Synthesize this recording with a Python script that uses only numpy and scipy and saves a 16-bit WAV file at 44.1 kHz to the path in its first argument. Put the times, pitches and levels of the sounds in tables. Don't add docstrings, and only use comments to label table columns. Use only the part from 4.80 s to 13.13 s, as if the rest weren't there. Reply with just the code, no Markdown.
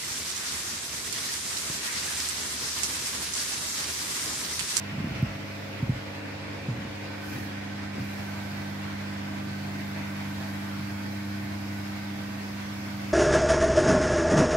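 import sys
import numpy as np
from scipy import signal
from scipy.fft import rfft, irfft
from scipy.io import wavfile
from scipy.ndimage import uniform_filter1d

SR = 44100
rng = np.random.default_rng(int(sys.argv[2]) if len(sys.argv) > 2 else 0)


def dump_mix(stems):
    frames = np.atleast_2d(stems).T
    limited = np.clip(frames, -1, 1)
    pcm = np.round(limited * 32767).astype(np.int16)
    wavfile.write(sys.argv[1], SR, pcm)


N = 367353

# (start [s], end [s])
SETTLE_S = (2.2, 3.35)
BACK_AWAY_S = (5.5, 8.9)


MAINS_HZ, MAINS_START_RAD = 49.99, -1.03
ODD_LAG_RAD = -1.8
LOOSE = (3, 5)
LOW_TONE_DROP = (7, 7.1, -3)
THIRD_TONE_DROP = (.9, 0.95, 7.5)  # (start [s], end [s], level before it above that after it [dB])
TURN_ASIDE = (1.6, 1, -3)
EARLY_LEAD_RAD = 0.6
# (multiple of the mains, level at start [dB], growth [dB/s], left-right [dB], swell [dB],
#  swell middle [s], swell width [s], change on backing away [dB])
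STRONG_TONES = [(2, -44, 0.49, 0, 1.7, 6.9, 1.2, -1.5), (3, -56.5, 0.07, -2, 9.5, 4.24, 3.9, -20),
                (4, -42.5, 1.0, -2.5, -5.5, 1.62, 1.97, -4.5), (5, -57.5, -0.7, 2, 2, 5.1, 2.4, -11),
                (6, -48, 0.65, 2.5, -3.5, 3.16, 1.8, -5)]
STRONG_LEAD_RAD = {2: -0.055, 3: .1, 4: -0.22, 5: 0.18, 6: .25}
WHINE_TONES = {9: [(0, -72.5, -65, 0.1), (.8, -57, -59, .9), (1.2, -50, -72, -1.6), (2.2, -56.5, -63, .5),
               (2.7, -77, -56, .9), (5.8, -70, -59, 0.74), (8.33, -80, -75, .6)], 11: [(0, -63, -60, -1.1),
               (.42, -61, -50, -.9), (1.0, -58, -48, -.4), (2.3, -59, -48, -1.1), (2.8, -60, -53, -2.3),
               (4.3, -65, -52, -2.4), (6.3, -61, -55, -2.7), (8.33, -63, -58, -2.8)],
               12: [(0, -66, -68, -1.1), (1.5, -60, -59, .5), (2.5, -72, -66, 2.9), (3.5, -63, -58, 3.5),
               (6.5, -63, -61, 3), (8.33, -74, -54, 1.5)], 15: [(0, -63, -68, -3), (1.5, -63, -63, 0),
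               (2.5, -57, -58, -1.7), (4.5, -62, -59, -3.5), (6.5, -58, -58.5, -2.5), (8.33, -58, -64, -2)],
               16: [(0, -65, -65, -1), (2.6, -70, -70, -2.5), (3.4, -58, -54.5, -1.5), (4.7, -59, -56, -3),
               (5.6, -65, -64, 1), (6.7, -61, -64, 0), (7.5, -59, -54, -2), (8.33, -61, -63, -4)],
               17: [(0, -63, -58, -1.3), (2.5, -63, -59, -1.2), (3.5, -68, -56, -1.5),
               (5.5, -66, -56, -0.86), (8.33, -69, -67, -1.5)], 18: [(0, -80, -68, -1.8),
               (2.5, -63, -67, -.5), (3.5, -66, -69, -.3), (5.5, -58.5, -77, -1.1), (8.33, -59, -78, -1.5)],
               13: [(0, -64, -50, 2), (.7, -62, -52, .5), (1.2, -51, -74, -3), (2.3, -53, -61, -1),
               (2.9, -64, -57, -5.5), (4.5, -67, -54.5, -5), (6.3, -65, -54, -6.5), (8.33, -69, -60, -6.5)]}
# (multiple of the mains, left level [dB], right level [dB])
FAINT_TONES = [(7, -67, -65.5), (8, -69.5, -63.5), (10, -64, -70), (14, -64, -63), (19, -62.5, -63),
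               (25, -81, -62.5)]


def motor():
    t, sides = np.arange(N) / SR, np.array([[.5], [-.5]])
    turn = 2 * np.pi * MAINS_HZ * t + MAINS_START_RAD
    return np.sqrt(2) * (strong_tones(t, sides, turn) + whine(sides, turn) + faint_tones(turn))


def strong_tones(t, sides, turn):
    out, away = np.zeros((2, N)), ramp(t, *BACK_AWAY_S)
    for k, db, growth_db, balance_db, swell_db, middle, width, away_db in STRONG_TONES:
        k = round(k)
        level_db = db + growth_db * t + swell_db * hump(t, middle, width) + away_db * away
        lead = STRONG_LEAD_RAD[k]
        waver_db = 0.3
        if k in LOOSE:
            waver_db += 2.1
        if k == 2:
            level_db = level_db + LOW_TONE_DROP[2] * ramp(t, *LOW_TONE_DROP[:2])
        if k == 3:
            level_db = level_db + THIRD_TONE_DROP[2] * (1 - ramp(t, *THIRD_TONE_DROP[:2]))
        if k == 6:
            balance_db = balance_db + TURN_ASIDE[2] * hump(t, *TURN_ASIDE[:2])
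            lead = lead + EARLY_LEAD_RAD * (1 - ramp(t, *SETTLE_S))
            waver_db += .9
        level_db = level_db + sides * balance_db + waver_db * drift(top_hz=8)
        phase = k * turn + lead * sides - ODD_LAG_RAD * (k % 2)
        out -= gain_of(level_db) * np.sin(phase)
    return out


def whine(sides, turn):
    out = np.zeros((2, N))
    for k, rows in WHINE_TONES.items():
        left_db, right_db, lead = over_time(rows)
        level = gain_of([left_db, right_db] + 0.45 * drift(top_hz=7.2))
        phase = round(k) * turn + sides * lead + 0.65 * drift(top_hz=0.98)
        out += level * np.sin(phase)
    return out


def faint_tones(turn):
    out = np.zeros((2, N))
    for k, *sides_db in FAINT_TONES:
        for side, db in enumerate(sides_db):
            level = gain_of(db + 2.0 * drift(top_hz=8, low_hz=0.495))
            out[side] += level * np.sin(round(k) * turn + 1.25 * drift(top_hz=0.812))
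    return out


RUSH_BAND_HZ = (700, 5000)
OPENING_HZ, OPENING_WIDTH_HZ, OPENING_DB, OPENING_FADE_S = 2700, 350, 4.7, (.35, .8)
# (frequency [Hz], relative density [dB per Hz])
RUSH_COLOUR = [(24, -30), (42, -46), (60, -35), (81, -5), (111, -25), (150, -13.5), (198, -14.5),
               (248, -17.5), (310, -14), (430, -15.5), (1540, -17.5), (1700, -15.5), (2020, -10.5),
               (2500, -16), (3020, -21.5), (3800, -23), (4970, -23.5), (15700, -55)]
# (frequency [Hz], width [Hz], change [dB])
CABINET_MODES = [(80.6, 7.8, 11), (125.1, 14.6, 21.5), (179, 18, -21), (249, 59, 5.5), (283, 32, 9.5),
                 (441, 19, -12.5), (885, 20, -4), (1272, 32, -4), (1480, 350, 2), (1527, 120, 3),
                 (1990, 550, -4)]
# (frequency [Hz], width [Hz], before settling [dB], settled [dB], backed away [dB])
PLACE_BANDS = [(476, 160, 5.5, -3, -3.5), (720, 1800, 0.3, 2, 3.5), (930, 160, 2.5, -0.5, -3.5),
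               (2500, 2200, 1.5, -0.85, -1.5), (5800, 2800, -2, -2.5, 1)]
# (time [s], level [dB])
RUSH_LEVEL_CURVE = [(0, -43), (.35, -42.5), (2.1, -42.5), (3.5, -40.5), (4.9, -41), (5.6, -40.5),
                    (6.3, -42), (7.7, -42), (8.33, -43)]
# (middle [s], width [s], rise [dB])
RUSH_SURGES = [(.38, .08, 1.8), (.75, .12, 0.2), (1.27, 0.095, 0.9), (1.72, .1, 1), (2.25, 0.074, 1.1),
               (2.56, 0.097, 1.9)]


def rush():
    def colour_db(hz, t):
        opening_db = OPENING_DB * (1 - ramp(t, *OPENING_FADE_S))
        total = over_hz(RUSH_COLOUR, hz) + opening_db * bell(hz, OPENING_HZ, OPENING_WIDTH_HZ)
        for f, width, db in CABINET_MODES:
            total = total + db * bell(hz, f, width)
        settled, away = ramp(t, *SETTLE_S), ramp(t, *BACK_AWAY_S)
        for f, width, early_db, settled_db, away_db in PLACE_BANDS:
            place_db = early_db * (1 - settled) + settled_db * (settled - away) + away_db * away
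            total = total + place_db * bell(hz, f, width)
        return total

    t = np.arange(N) / SR
    surge_db = sum(db * hump(t, middle, width) for middle, width, db in RUSH_SURGES)
    flutter_db = 0.5 * drift(top_hz=25.44, low_hz=4.5)
    level = gain_of(over_time(RUSH_LEVEL_CURVE) + surge_db + flutter_db)
    return level * noise(colour_db, patchy_db=1.1, ridged_db=3.5, size=4096, unit_band=RUSH_BAND_HZ)


GLIDE_S = 0.0034
# (time [s], thud level [dB], push 1 or pull -1, starting pitch [Hz], settled pitch [Hz],
#  rise [s], t60 [s], tick level before its treble is sharpened [dB], shudder level [dB])
KNOCK_EVENTS = [(0.119, -27, 1, 200, 140, .005, .04, -80, -44),
                (0.145, -26, 1, 230, 190, .004, .05, -80, -44),
                (0.179, -19.5, 1, 170, 130, .005, .065, -79, -44),
                (0.2015, -23, 1, 240, 180, .003, .05, -80, -42),
                (0.2413, -15.5, 1, 242, 125, .004, .04, -66, -42),
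                (0.269, -23, -1, 240, 150, .003, .04, -80, -42),
                (0.308, -17, 1, 230, 120, .004, .05, -59, -42),
                (0.388, -26, 1, 200, 160, .0057, .045, -80, -38),
                (0.425, -10, 1, 226, 121, .0043, .051, -52, -41),
                (1.0255, -13, 1, 220, 118, .0045, .05, -63, -38),
                (1.092, -11, 1, 247, 121, .0045, .045, -62, -40),
                (1.115, -26, 1, 200, 150, .004, .045, -80, -40),
                (1.884, -20, -1, 240, 122, .003, .14, -73, -40),
                (1.929, -24, 1, 200, 125, .004, .05, -80, -40),
                (1.952, -25, -1, 228, 125, .003, .06, -82, -40),
                (1.980, -27, 1, 220, 140, .004, .04, -80, -42),
                (2.016, -28, 1, 220, 170, .004, .04, -80, -42),
                (2.047, -28, 1, 260, 220, .004, .04, -80, -44),
                (2.555, -28, -1, 200, 125, .004, .05, -80, -42),
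                (2.583, -29, -1, 260, 200, .003, .045, -80, -42),
                (3.159, -29, 1, 260, 200, .003, .04, -80, -44),
                (3.180, -27, -1, 300, 250, .003, .05, -77, -42),
                (3.198, -27, 1, 170, 110, .004, .06, -80, -42),
                (3.209, -27, 1, 180, 130, .004, .06, -80, -42),
                (5.991, -29, 1, 160, 121, .006, .045, -80, -41)]
# (frequency [Hz], level against the thud before build-up [dB], t60 [s])
PANEL_MODES = [(59, 0.5, 0.14), (85, -18, 0.11), (228, 2, 0.06), (275, -17, 0.02)]


def knocks():
    t, out = np.arange(SR // 2) / SR, np.zeros((2, N))
    grits = rng.standard_normal((len(KNOCK_EVENTS), 2, len(t)))
    ring = np.zeros(len(t))
    for hz, db, t60 in PANEL_MODES:
        build_up = (1 - np.exp(-t * hz / 3.1)) ** 2
        ring = ring + build_up * gain_of(db - 60 * t / t60) * np.sin(2 * np.pi * hz * t)
    for event, grit in zip(KNOCK_EVENTS, grits):
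        s, thud_db, way, start_hz, settled_hz, rise, t60, tick_db, _ = event
        turns = settled_hz * t + (start_hz - settled_hz) * GLIDE_S * (1 - np.exp(-t / GLIDE_S))
        decay = gain_of(-60 * (t / t60) ** 1.24)
        thud = ramp(t, 0, rise) * decay * np.sin(2 * np.pi * turns)
        sharp = np.diff(grit, n=4, axis=1, prepend=np.zeros((2, 4)))
        tick = sharp * gain_of(tick_db - 60 * t / 0.011)
        blow = np.sign(way) * gain_of(thud_db) * (thud + ring)
        part = out[:, round(s * SR):][:, :len(t)]
        part += blow * gain_of([[-.5], [.5]]) + tick
    return out


SHUDDER_LAG_S = 0.0094
SHUDDER_RISE_DB_PER_S, SHUDDER_FALL_DB_PER_S = 298, 113
SHUDDER_FLOOR_DB = (-68.5, -45)
# (frequency [Hz], relative density [dB per Hz])
SHUDDER_SPECTRUM = [(40, -8), (60, -40), (120, 3.5), (150, -6), (180, -10), (230, -8), (300, -12.5),
                    (400, -34), (800, -58)]


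def shudder():
    colour = gain_of(over_hz(SHUDDER_SPECTRUM, np.fft.rfftfreq(N, 1 / SR)))
    low = evened(irfft(rfft(rng.standard_normal(N)) * colour, N))
    t, level = np.arange(N) / SR, gain_of(np.linspace(*SHUDDER_FLOOR_DB, N))
    for s, *_, db in KNOCK_EVENTS:
        since = t - s - SHUDDER_LAG_S
        slope_db = np.minimum(SHUDDER_RISE_DB_PER_S * since, -SHUDDER_FALL_DB_PER_S * since)
        level = np.hypot(level, gain_of(db + slope_db))
    return level * gain_of(1.0 * drift(top_hz=23.0)) * low


WHISTLE_HZ, WHISTLE_PAN_DB = (1540, 1850), (-5, 0)
WHISTLE_WIDTH_HZ, WHISTLE_WANDER_HZ, WHISTLE_WAVER_DB = 55, 4.9, 1.8
# (time [s], lower whistle level [dB], upper whistle level [dB])
WHISTLE_LEVEL_CURVE = [(0, -56, -68.5), (1.2, -73, -73), (2.4, -57, -59), (3.0, -55, -56),
                       (3.6, -54.5, -61.5), (5.9, -56, -59), (7.2, -57, -64), (7.6, -60, -58),
                       (8.33, -59, -68)]


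def whistle():
    out, hz = np.zeros((2, N)), np.fft.fftfreq(N, 1 / SR)
    sides = np.array([[.5], [-.5]])
    levels_db = over_time(WHISTLE_LEVEL_CURVE)
    for centre_hz, level_db, pan_db in zip(WHISTLE_HZ, levels_db, WHISTLE_PAN_DB):
        a, b = rng.standard_normal((2, 3, N))
        common, *own = np.fft.ifft((a + 1j * b) * bell(hz, 0, WHISTLE_WIDTH_HZ))
        pitch_hz = centre_hz + WHISTLE_WANDER_HZ * drift(top_hz=6, low_hz=.6)
        turn = 2 * np.pi * np.cumsum(pitch_hz) / SR
        ring = evened(((common + 1.1 * np.array(own)) * np.exp(1j * turn)).real)
        waver_db = WHISTLE_WAVER_DB * drift(top_hz=30, low_hz=4)
        out += gain_of(level_db + waver_db + pan_db * sides) * ring
    return out


HISS_BAND_HZ = (11000, 15500)
SWISH = (2.564, 0.28, 10.7)
# (frequency [Hz], relative density [dB per Hz])
HISS_COLOUR = [(5000, -2), (7000, -4.5), (9000, -9.5), (12000, -3), (14500, -7), (15700, -9)]
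# (time [s], level [dB])
HISS_LEVEL_CURVE = [(0, -64.5), (.85, -62.5), (1.3, -63), (1.6, -68.5), (2.4, -66), (2.8, -66), (3.13, -67),
                    (3.25, -58), (4.5, -60.5), (5.2, -59), (7.3, -60), (8.05, -58.5), (8.33, -57.5)]


def hiss():
    def colour_db(hz, t):
        return over_hz([(2500, -65)] + HISS_COLOUR, hz)

    swish_db = SWISH[2] * hump(np.arange(N) / SR, *SWISH[:2])
    level = gain_of(over_time(HISS_LEVEL_CURVE) + swish_db + 1.05 * drift(top_hz=15))
    return level * noise(colour_db, patchy_db=2.0, ridged_db=0.0, size=512, unit_band=HISS_BAND_HZ)


# (frequency [Hz], left-right likeness [0 to 1])
LIKENESS = [(30, 0.97), (60, 0.98), (150, 0.81), (260, 0.76), (380, 0.58), (950, 0.23), (1290, .12),
            (1640, 0.21), (2000, .15), (2450, 0.24), (3100, 0.11), (5980, 0.084), (15000, 0.05)]
# (frequency [Hz], left-right [dB])
STEREO_TILT = [(60, -4), (150, 2.5), (350, 1), (600, -1.5), (850, 0), (1500, -1), (1750, -2), (2100, -2),
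               (2900, 0), (4300, -5), (5300, -4.5), (6300, 2), (9000, -2), (15000, 0.0)]
# (frequency [Hz], left lead [rad])
STEREO_LEAD = [(60, -0.31), (430, 0), (760, -1.5), (950, 0), (1640, 1.14), (2000, 0.7), (2400, -1.2),
               (3100, -3)]


def noise(colour_db, patchy_db, ridged_db, size, unit_band):
    hop, hz = size // 4, np.fft.rfftfreq(size, 1 / SR)
    frames = 4 * N // size + 5
    a, b, c, d, patches, *ridges = rng.standard_normal((frames, len(hz), 7)).T
    patches = uniform_filter1d(patches, size=size // 100, axis=0)
    patches = evened(uniform_filter1d(patches, size=4, axis=1))
    ridges = evened(uniform_filter1d(np.array(ridges), size=70, axis=2))
    same = np.clip(over_hz(LIKENESS, hz), -1, 1)[:, None]
    left = a + 1j * b
    right = same * left + np.sqrt(1 - same ** 2) * (c + 1j * d)
    z = np.array([left * np.exp(1j * over_hz(STEREO_LEAD, hz))[:, None], right])
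    z *= gain_of(np.multiply.outer([.5, -.5], over_hz(STEREO_TILT, hz)))[..., None]
    z *= gain_of(colour_db(hz[:, None], np.arange(frames) * size / 4 / SR) + patchy_db * patches)
    z *= gain_of(ridged_db * (1 - abs(same)) * ridges)
    power = (abs(z) ** 2).sum(axis=(0, 2))
    share = power[(hz > unit_band[0]) & (hz < unit_band[1])].sum() / power.sum()
    wave = signal.istft(z, nperseg=size, noverlap=size - hop)[1][:, :N]
    return evened(wave) / np.sqrt(share)


def drift(top_hz, low_hz=0.2):
    t = np.arange(0, N + 64, 64) / SR
    rates_hz = np.geomspace(low_hz, top_hz, num=20)
    slow = sum(np.sin(2 * np.pi * (f * t + rng.random())) / np.sqrt(f) for f in rates_hz)
    return np.interp(np.arange(N) / SR, t, evened(slow))


def bell(hz, centre_hz, width_hz):
    return 1 / (1 + (2 * (hz - centre_hz) / width_hz) ** 2)


def ramp(t, start, end):
    return np.sin(np.pi / 2 * np.clip((t - start) / (end - start), 0, 1)) ** 2


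def hump(t, middle, width):
    return np.exp(-(2 * (t - middle) / width) ** 4)


def over_hz(points, hz):
    f, value = np.transpose(points)
    return np.interp(np.log(hz + 1), np.log(f + 1), value)


def over_time(rows):
    s, *columns = np.transpose(rows)
    return np.array([np.interp(np.arange(N) / SR, s, c) for c in columns])


def gain_of(db):
    return 10 ** (np.asarray(db) / 20)


def evened(x):
    return x / np.sqrt(np.mean(x ** 2) + 1e-20)


def scene():
    return motor() + rush() + knocks() + shudder() + whistle() + hiss()


LOW_CUT_HZ, EDGE_HZ = 50, 15740
DEEP_FLOOR_DB = -76


def record(dry):
    low_cut = signal.butter(6, LOW_CUT_HZ, "high", fs=SR, output="sos")
    thinned = signal.sosfilt(low_cut, dry)
    deep_pass = signal.butter(2, LOW_CUT_HZ, fs=SR, output="sos")
    deep = signal.sosfilt(deep_pass, rng.standard_normal(N))
    thinned = thinned + gain_of(DEEP_FLOOR_DB) * evened(deep)
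    band_limit = signal.firwin(1023, EDGE_HZ, window=("kaiser", 9), fs=SR)
    return signal.oaconvolve(thinned, band_limit[None], "same")


dry = scene()
out = record(dry)
dump_mix(out)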